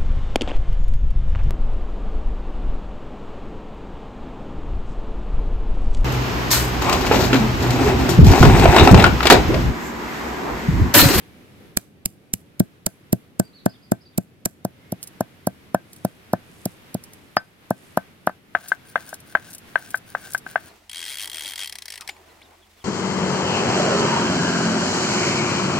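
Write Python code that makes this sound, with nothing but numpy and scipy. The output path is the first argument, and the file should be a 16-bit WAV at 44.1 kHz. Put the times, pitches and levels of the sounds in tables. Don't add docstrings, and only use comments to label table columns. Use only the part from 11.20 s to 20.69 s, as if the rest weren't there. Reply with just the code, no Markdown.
import sys
import numpy as np
from scipy import signal
from scipy.fft import rfft, irfft
from scipy.io import wavfile
from scipy.ndimage import uniform_filter1d

SR = 44100
rng = np.random.default_rng(int(sys.argv[2]) if len(sys.argv) > 2 else 0)


def bounce(signal):
    frames = np.transpose(np.atleast_2d(signal))
    limited = np.clip(frames, -1, 1)
    pcm = np.round(limited * 32767).astype(np.int16)
    wavfile.write(sys.argv[1], SR, pcm)


N = 418509
TIME = np.arange(N) / SR
HIT = 8192
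PRE_S = .02
SINCE = np.arange(HIT) / SR - PRE_S

# start_s, rumble_db, hiss_db
AIR = [(0, -50.5, -56), (.5, -49.5, -58.5), (.68, -54, -65.5), (2.4, -54.5, -61.5), (3.35, -56, -65),
       (3.65, -52.5, -57), (4.9, -53, -57.5), (5.45, -52, -54.5), (6.05, -53, -54.5), (6.25, -58.5, -60.5),
       (6.75, -52.5, -56), (7.22, -57, -61.5), (7.75, -54, -55), (9.49, -53, -53.5)]
# pitch_hz, level_db
LOW_AIR_COLOUR = [(25, -17.5), (50, -11), (85, 5.5), (180, 5.5), (300, 2), (450, -3), (800, -15),
                  (1600, -53), (4000, -47.5)]
# pitch_hz, level_db
HIGH_AIR_COLOUR = [(300, 2.5), (1000, 1.5), (2300, 1.5), (3500, -3), (5000, -9), (7500, -14), (10000, -12),
                   (12500, -10.5), (15500, -20)]
# start_s, length_s, top_hz, arch_depth_hz, level_db
BIRD_NOTES = [(.09, 0.069, 2290, 50, -59), (2.234, 0.048, 4780, 500, -55.5), (2.33, .065, 4400, 700, -51.5),
              (2.387, 0.027, 4070, 1400, -55), (2.406, 0.036, 4450, 800, -60),
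              (2.481, .045, 4970, 1100, -51), (2.533, 0.033, 3630, 910, -56.5),
              (2.614, 0.053, 4950, 1010, -58), (2.803, .035, 5050, 1100, -57.5),
              (2.853, 0.025, 4780, 1200, -52.5), (2.926, .025, 3720, 600, -64),
              (3.58, 0.15, 2170, 100, -62)]
# start_s, strength_db, contact_ms, crunch_db, crunch_lead_ms
BLOWS = [(0.5718, -28.5, 0.66, -15, -0.5), (0.8607, -42.5, 1.1, -17.5, 2), (1.1379, -44, 1.36, -17, -0.4),
         (1.4046, -21, 1.02, -21.5, 4.5), (1.6681, -27, 0.58, -17, 2.5), (1.9313, -21.5, 0.94, -20, 2.3),
         (2.199, -18.5, 0.7, -21, .5), (2.4625, -16, .58, -27, 1.1), (2.72, -17.5, 0.65, -26, .9),
         (2.9834, -24.5, 0.88, -22, 3), (3.2605, -27.5, 0.62, -18, 3), (3.4511, -22, 0.87, -30, .5),
         (3.7257, -27.5, 1.05, -30, 3.5), (4.0083, -18, 0.68, -30, -0.5), (4.2729, -18, 0.78, -23.5, 1.5),
         (4.5469, -13, 0.51, -29.5, -0.3), (4.8499, -18.5, 0.85, -29, -0.5),
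         (5.1354, -14.5, 0.67, -33.5, 2), (5.46, -26.5, 1.06, -24.5, 3.5), (5.7503, -27, 1.09, -30, 4.5),
         (6.1685, -12, 0.11, -37, 1), (6.5088, -16.5, 0.66, -32.5, 2), (6.7741, -13.5, 0.43, -30, -0.5),
         (7.0733, -13.5, 0.27, -33.5, 3), (7.0953, -31, 0.21, -54, 1.5)]
# pitch_hz, level_db, t60_s
BED_MODES = [(119.3, -5.5, .065), (186, -0.5, 0.046), (232, 2.5, 0.028), (331, -3.5, 0.028)]
# pitch_hz, level_db, t60_s
SLAB_MODES = [(656.4, -2.5, 0.031), (721, 1, 0.024), (826, 1, 0.017), (1005, 5.5, 0.014),
              (1225, 7.5, 0.016)]
# pitch_hz, level_db, t60_s
ROLLER_MODES = [(1336, -3, .014), (1558, 4, 0.022), (1757, -3.5, 0.043), (2072, -14, 0.029),
                (2540, -25.5, 0.015), (2950, -18.5, 0.01)]
# pitch_hz, level_db, t60_s
UPRIGHT_MODES = [(1545, -13, .115), (4870, 8, .048), (4990, -2, .025)]
# pitch_hz, level_db
CLACK_COLOUR = [(200, -14.5), (450, -12.5), (680, 5.5), (1000, -3.5), (1500, -1.5), (2000, -7.5),
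                (2800, -12.5), (4000, -20), (6000, -38), (12000, -39.5)]
# pitch_hz, level_db
HUSK_COLOUR = [(400, -4), (1000, -26), (2200, -16), (3500, -8.5), (5000, -0.5), (7000, 1), (9000, 3),
               (11000, 6), (11700, 2.5), (13000, 4.5), (15300, -3), (17000, -15)]
# pitch_hz, level_db
SEED_COLOUR = [(300, -2.5), (800, -8), (1500, -6.5), (2300, -2), (3000, -3), (4200, -10), (7000, -9.5),
               (14000, -40)]
CLOSE_PLACES = {"bed": (1.2, .85), "slab": (3.5, .35), "roller": (.5, -.12), "husk": (-4, -.25)}
BACK_PLACES = {"bed": (0, .03), "slab": (3.5, .03), "roller": (1.5, -.12), "husk": (-4, .07)}
FAR_PLACES = {"bed": (-.5, 0), "slab": (2.5, .1), "roller": (7, -.06)}
# start_s, relative_level_db
SNAPS = [(3.8289, -22), (3.8334, -29), (3.8724, -29), (4.7308, -33.5), (4.7617, -38), (5.8382, -31.5),
         (5.9333, -36), (7.4833, -23.5), (7.89, -31), (7.94, -26), (8.0022, -37.5), (8.305, -35),
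         (8.331, -29), (8.349, -27), (8.382, -32.5), (8.7057, -28.5), (8.754, -28.5), (8.773, -30.5),
         (9.1345, -23), (9.1477, -24.5), (9.178, -27)]
# pitch_hz, level_db
GRIT_COLOUR = [(1500, -17), (4000, -0.5), (7000, 4), (9500, 9), (11000, 5), (12500, 1), (15500, -1.5),
               (17000, -26.5)]
# start_s, length_s, relative_level_db
PULP = [(4.623, 0.39, -62), (5.23, 0.36, -58.5), (5.801, 0.54, -66), (6.48, .3, -60.5)]
# start_s, stone_rumble_db, paste_grit_db, husk_crackle_db
STROKES = [(7.338, -47.5, -59, -54), (7.744, -46, -59.5, -54), (8.151, -51, -64.5, -53),
           (8.55, -47, -61, -50), (8.948, -45, -58, -52), (9.345, -49, -62, -56)]
# pitch_hz, level_db
RUMBLE_COLOUR = [(200, -18), (450, -25.5), (660, 1), (900, -10.5), (1300, -7), (1570, 9), (1900, -8.5),
                 (3000, -7.5), (5000, -8)]
# pitch_hz, level_db
SQUELCH_COLOUR = [(2000, -46), (4500, 4), (7500, -11.5), (9400, 13.5), (11000, -1), (12500, -2),
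                  (14000, -4), (15500, 9), (17000, -30)]
# start_s, contact_ms, slab_clack_db, roller_ring_db
KNOCKS = [(7.35, .057, -19.5, -14), (7.5182, 0.12, -28.5, -13), (7.7571, 0.033, -19, -16.5),
          (7.929, 0.61, -37.5, -34), (8.1513, 0.048, -17.5, -11), (8.5564, 0.043, -20, -12.5),
          (8.7434, 0.09, -30, -17), (8.9498, 0.13, -24.5, -22), (9.1476, 0.072, -30.5, -17),
          (9.2643, 0.18, -37, -30), (9.3576, .07, -20, -16)]
# low_hz, high_hz, early_db, early_t60_s, late_db, late_t60_s
YARD = [(80, 450, -21, .11, -35, .35), (450, 2600, -23, .11, -37, .3), (2600, 15000, -32, .03, -34, .42)]

CLOSE_UNTIL_S = 3.35
# (dB re strength, dB per ms of contact)
THUD_LAW, RING_LAW, CHATTER_LAW = (-13, 19.16), (-4.5, -15.5), (-12.5, -40.5)
CLOSE_THUD_DB = 7
SEED_CLOSE_DB, SEED_BACK_DB, CRUMBLE_DB = -14.5, -23.5, -28.5
WHOLE_POD_DB = 8.5
BUILD_WHOLE_MS, BUILD_FLAT_MS = 3.25, 2.73
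PUSH_S, PULL_AFTER_S, PULL_S = 0.23, 0.31, 0.095
HUSKS_AFTER_S, HUSKS_S = 0.13, 0.062
TOP_HZ = 16200


def undb(db):
    return 10 ** (np.asarray(db) / 20)


def colour(x, points):
    bins_hz = np.maximum(np.fft.rfftfreq(4096, 1 / SR), 1)
    hz, db = np.transpose(points)
    gain = undb(np.interp(np.log(bins_hz), np.log(hz), db))
    cepstrum = irfft(np.log(gain))
    half = len(cepstrum) // 2
    cepstrum[1:half] *= 2
    cepstrum[half + 1:] = 0
    response = irfft(np.exp(rfft(cepstrum)))[:half]
    return signal.fftconvolve(x, response)[:len(x)]


def unit(x):
    return x / np.sqrt(np.mean(x ** 2))


def burst(x, db):
    return x * undb(db) * np.sqrt(SR / 100 / np.sum(x ** 2))


def ports(x, pan_db, lag_ms):
    turn = np.exp(-1j * np.pi * np.fft.rfftfreq(len(x), 1 / SR) * lag_ms / 1000)
    gain = undb(np.array([[pan_db], [-pan_db]]) / 2)
    return unit(gain) * irfft(rfft(x) * np.array([1 / turn, turn]), len(x))


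def add(out, s, sound):
    i = int(s * SR)
    out[:, i:i + sound.shape[1]] += sound[:, :N - i]


def walk(rate_hz):
    k = int(SR / rate_hz)
    steps = np.repeat(rng.standard_normal(N // k + 1), k)
    return uniform_filter1d(steps, k)[:N]


def grains(size, per_s, spread_db):
    strength = undb(spread_db * np.minimum(rng.exponential(size=size), 4))
    return (rng.random(size) < per_s / SR) * rng.standard_normal(size) * strength


def swell(s, length_s, fullness=0.63):
    u = (TIME - s) / length_s
    return np.maximum(4 * u * (1 - u), 0) ** fullness


def air(rumble_width=0.42, hiss_width=1.0):
    out = 0
    start_s, rumble_db, hiss_db = np.transpose(AIR)
    layers = ((rumble_db, LOW_AIR_COLOUR, rumble_width), (hiss_db, HIGH_AIR_COLOUR, hiss_width))
    for level_db, points, width in layers:
        gain = undb(np.interp(TIME, start_s, level_db) + 1.1 * walk(12))
        mid = unit(colour(rng.standard_normal(N), points))
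        side = unit(colour(rng.standard_normal(N), points))
        out = out + gain * (mid + width * side * np.array([[1], [-1]]))
    return out


def bird(waver_hz=150, trees_db=-1, trees_s=0.038):
    out, waver = np.zeros((2, N)), walk(270)
    for s, length_s, top_hz, arch_hz, db in BIRD_NOTES:
        u = np.linspace(-1, 1, int(length_s * SR))
        waver_depth_hz = min(waver_hz, arch_hz / 2)
        hz = top_hz - arch_hz * np.abs(u) ** 3 + waver_depth_hz * waver[int(s * SR):][:len(u)]
        note = undb(db) * np.sqrt(1 - u ** 2) * np.sin(2 * np.pi * np.cumsum(hz) / SR)
        add(out, s, ports(note, pan_db=-2, lag_ms=0.013))
    fade = np.exp(-TIME[:SR // 4] / trees_s)
    scatter = rng.standard_normal((2, len(fade))) * fade / np.linalg.norm(fade)
    return out + undb(trees_db) * signal.fftconvolve(out, scatter, axes=1)[:, :N]


def crunch(build_ms, snap=0.93):
    ms = SINCE * 1000
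    load = np.exp(np.where(ms < 0, -(ms / build_ms) ** 2, -ms / 1.7))
    fibres = burst(load * grains(HIT, per_s=25000, spread_db=5.5), 0)
    collapse = burst(np.exp(-np.abs(ms) / 0.37) * rng.standard_normal(HIT), 0)
    return colour(fibres + snap * collapse, HUSK_COLOUR)


def crumble(decay_s=.035):
    fade = (SINCE > 0) * np.exp(-np.abs(SINCE) / decay_s)
    return colour(fade * grains(HIT, per_s=1500, spread_db=3), HUSK_COLOUR)


def crack(decay_s=0.0015):
    fade = (SINCE > 0) * np.exp(-np.abs(SINCE) / decay_s)
    return colour(fade * rng.standard_normal(HIT), SEED_COLOUR)


def ring(modes, contact_ms, facing=1, radiate=0.94):
    t = np.maximum(SINCE, 0)
    hz, db, t60 = np.transpose(modes)[:, :, None]
    level_chance, pitch_chance = rng.standard_normal((2, len(modes), 1))
    decay = undb(db + 1.5 * level_chance - 60 * t / t60)
    swing = decay * np.sin(2 * np.pi * hz * (1 + .008 * pitch_chance) * t)
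    sound = swing[::2].sum(0) + np.sign(facing) * swing[1::2].sum(0)
    highpass = signal.butter(3, radiate * hz.min(), "highpass", fs=SR, output="sos")
    sound = signal.sosfilt(highpass, sound)
    force = 1 / np.cosh(np.clip(SINCE * 1000 / (contact_ms / 2), -50, 50))
    return signal.fftconvolve(sound, force)[int(PRE_S * SR):][:HIT]


def thud(contact_ms, ahead_ms=0.54):
    return np.roll(np.gradient(ring(BED_MODES, contact_ms)), -int(ahead_ms * SR / 1000))


def chatter(decay_s=0.0052, skid_db=-22, skid_s=0.034):
    t = np.abs(SINCE)
    shape = (SINCE > 0) * (np.exp(-t / decay_s) + undb(skid_db) * np.exp(-t / skid_s))
    return colour(shape * grains(HIT, per_s=9000, spread_db=2), CLACK_COLOUR)


def pounding(pulse_db=-15, pulse_s=0.0048):
    out = np.zeros((2, N))
    for i, (s, db, contact_ms, crunch_db, lead_ms) in enumerate(BLOWS):
        close = s < CLOSE_UNTIL_S
        place = CLOSE_PLACES if close else BACK_PLACES
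        laws = (THUD_LAW, RING_LAW, CHATTER_LAW)
        thud_db, roller_db, chatter_db = (db + base + slope * contact_ms for base, slope in laws)
        bed = burst(thud(contact_ms), thud_db + close * CLOSE_THUD_DB)
        slab = burst(ring(SLAB_MODES, contact_ms), db) + burst(chatter(), chatter_db)
        roller = burst(ring(ROLLER_MODES + UPRIGHT_MODES, contact_ms, facing=-1), roller_db)
        stone = ports(bed, *place["bed"]) + ports(slab, *place["slab"]) + ports(roller, *place["roller"])
        add(out, s - PRE_S, stone)

        husks = burst(crunch(BUILD_WHOLE_MS if close else BUILD_FLAT_MS), crunch_db)
        if close:
            husks = husks - burst(np.exp(-(SINCE / pulse_s) ** 2), crunch_db + pulse_db)
        husks = husks + burst(crumble(), crunch_db + CRUMBLE_DB)
        seed_db = crunch_db + (SEED_CLOSE_DB if close else SEED_BACK_DB) + (i == 0) * WHOLE_POD_DB
        pod = ports(husks, *place["husk"]) + ports(burst(crack(), seed_db), *place["roller"])
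        add(out, s - PRE_S - lead_ms / 1000, pod)
    return out


def snapping(snap_db=-9, decay_s=0.006, crumble_db=-19, crumble_s=0.0097):
    out = np.zeros((2, N))
    for s, db in SNAPS:
        sharp = (SINCE > 0) * np.exp(-np.abs(SINCE) / decay_s)
        weak = undb(crumble_db) * np.exp(-np.abs(SINCE) / crumble_s)
        tick = colour((sharp + weak) * grains(HIT, per_s=6000, spread_db=2), GRIT_COLOUR)
        pan_db = 4 if s > STROKES[0][0] else -3.5
        add(out, s - PRE_S, ports(burst(tick, db + snap_db), pan_db, lag_ms=0.076))
    return out


def pulp_fizz(pulp_db=-1):
    level = sum(undb(db + pulp_db) * swell(s, length_s) for s, length_s, db in PULP)
    fizz = unit(colour(grains(N, per_s=3000, spread_db=3), GRIT_COLOUR)) * undb(2 * walk(30))
    return ports(level * fizz, pan_db=-3.0, lag_ms=0.023)


def rubbing(pull_stone_db=-3, pull_grit_db=1):
    stone = grit = husks = 0
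    for s, stone_db, grit_db, husk_db in STROKES:
        push, pull = swell(s, PUSH_S), swell(s + PULL_AFTER_S, PULL_S)
        stone = stone + undb(stone_db) * (push + undb(pull_stone_db) * pull)
        grit = grit + undb(grit_db) * (push + undb(pull_grit_db) * pull)
        husks = husks + undb(husk_db) * swell(s + HUSKS_AFTER_S, HUSKS_S)
    rumble = unit(colour(grains(N, per_s=2500, spread_db=2.5), RUMBLE_COLOUR)) * undb(2.5 * walk(30))
    fine = unit(colour(grains(N, per_s=1100, spread_db=4), SQUELCH_COLOUR)) * undb(4.5 * walk(45))
    pops = unit(colour(grains(N, per_s=70, spread_db=3), SQUELCH_COLOUR))
    crackle = unit(colour(grains(N, per_s=600, spread_db=4), GRIT_COLOUR)) * undb(4 * walk(120))
    out = ports(stone * rumble, pan_db=3.5, lag_ms=0.042)
    return out + ports(grit * (fine + pops) + husks * crackle, pan_db=3.5, lag_ms=0.0071)


def knocking(bounce_ms=2.56, bounce_db=-5, chatter_db=-3, thud_db=-20, rock_s=.021, rock_db=-17):
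    out = np.zeros((2, N))
    for s, contact_ms, slab_db, roller_db in KNOCKS:
        first_end = ring(ROLLER_MODES, contact_ms, facing=-1)
        second_end = undb(bounce_db) * np.roll(first_end, int(bounce_ms * SR / 1000))
        roller = burst(first_end + second_end, roller_db)
        slab = burst(ring(SLAB_MODES, contact_ms), slab_db) + burst(chatter(), slab_db + chatter_db)
        stone = ports(burst(thud(contact_ms), slab_db + thud_db), *FAR_PLACES["bed"])
        stone += ports(slab, *FAR_PLACES["slab"])
        stone += ports(roller, *FAR_PLACES["roller"])
        add(out, s - PRE_S, stone)
        rock = burst(ring(ROLLER_MODES, contact_ms), slab_db + rock_db)
        add(out, s - PRE_S + rock_s, ports(rock, *FAR_PLACES["roller"]))
    return out


def yard(dry, gap_s=0.0055):
    t = np.arange(SR // 2) / SR
    response = np.zeros((2, len(t)))
    for low_hz, high_hz, early_db, early_t60, late_db, late_t60 in YARD:
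        band = signal.butter(2, [low_hz, high_hz], "bandpass", fs=SR, output="sos")
        for db, t60 in ((early_db, early_t60), (late_db, late_t60)):
            fade = (t > gap_s) * np.exp(-np.log(1000) * t / t60)
            tail = rng.standard_normal((2, len(t))) * fade * undb(db) / np.linalg.norm(fade)
            response += signal.sosfilt(band, tail)
    return signal.fftconvolve(dry, response, axes=1)[:, :N]


def scene():
    dry = bird() + pounding() + snapping() + pulp_fizz() + rubbing() + knocking()
    return dry + yard(dry) + air()


def record(dry):
    lowpass = signal.ellip(10, .2, 90, TOP_HZ, fs=SR, output="sos")
    return signal.sosfilt(lowpass, np.clip(dry, -1, 1))


dry = scene()
out = record(dry)
bounce(out)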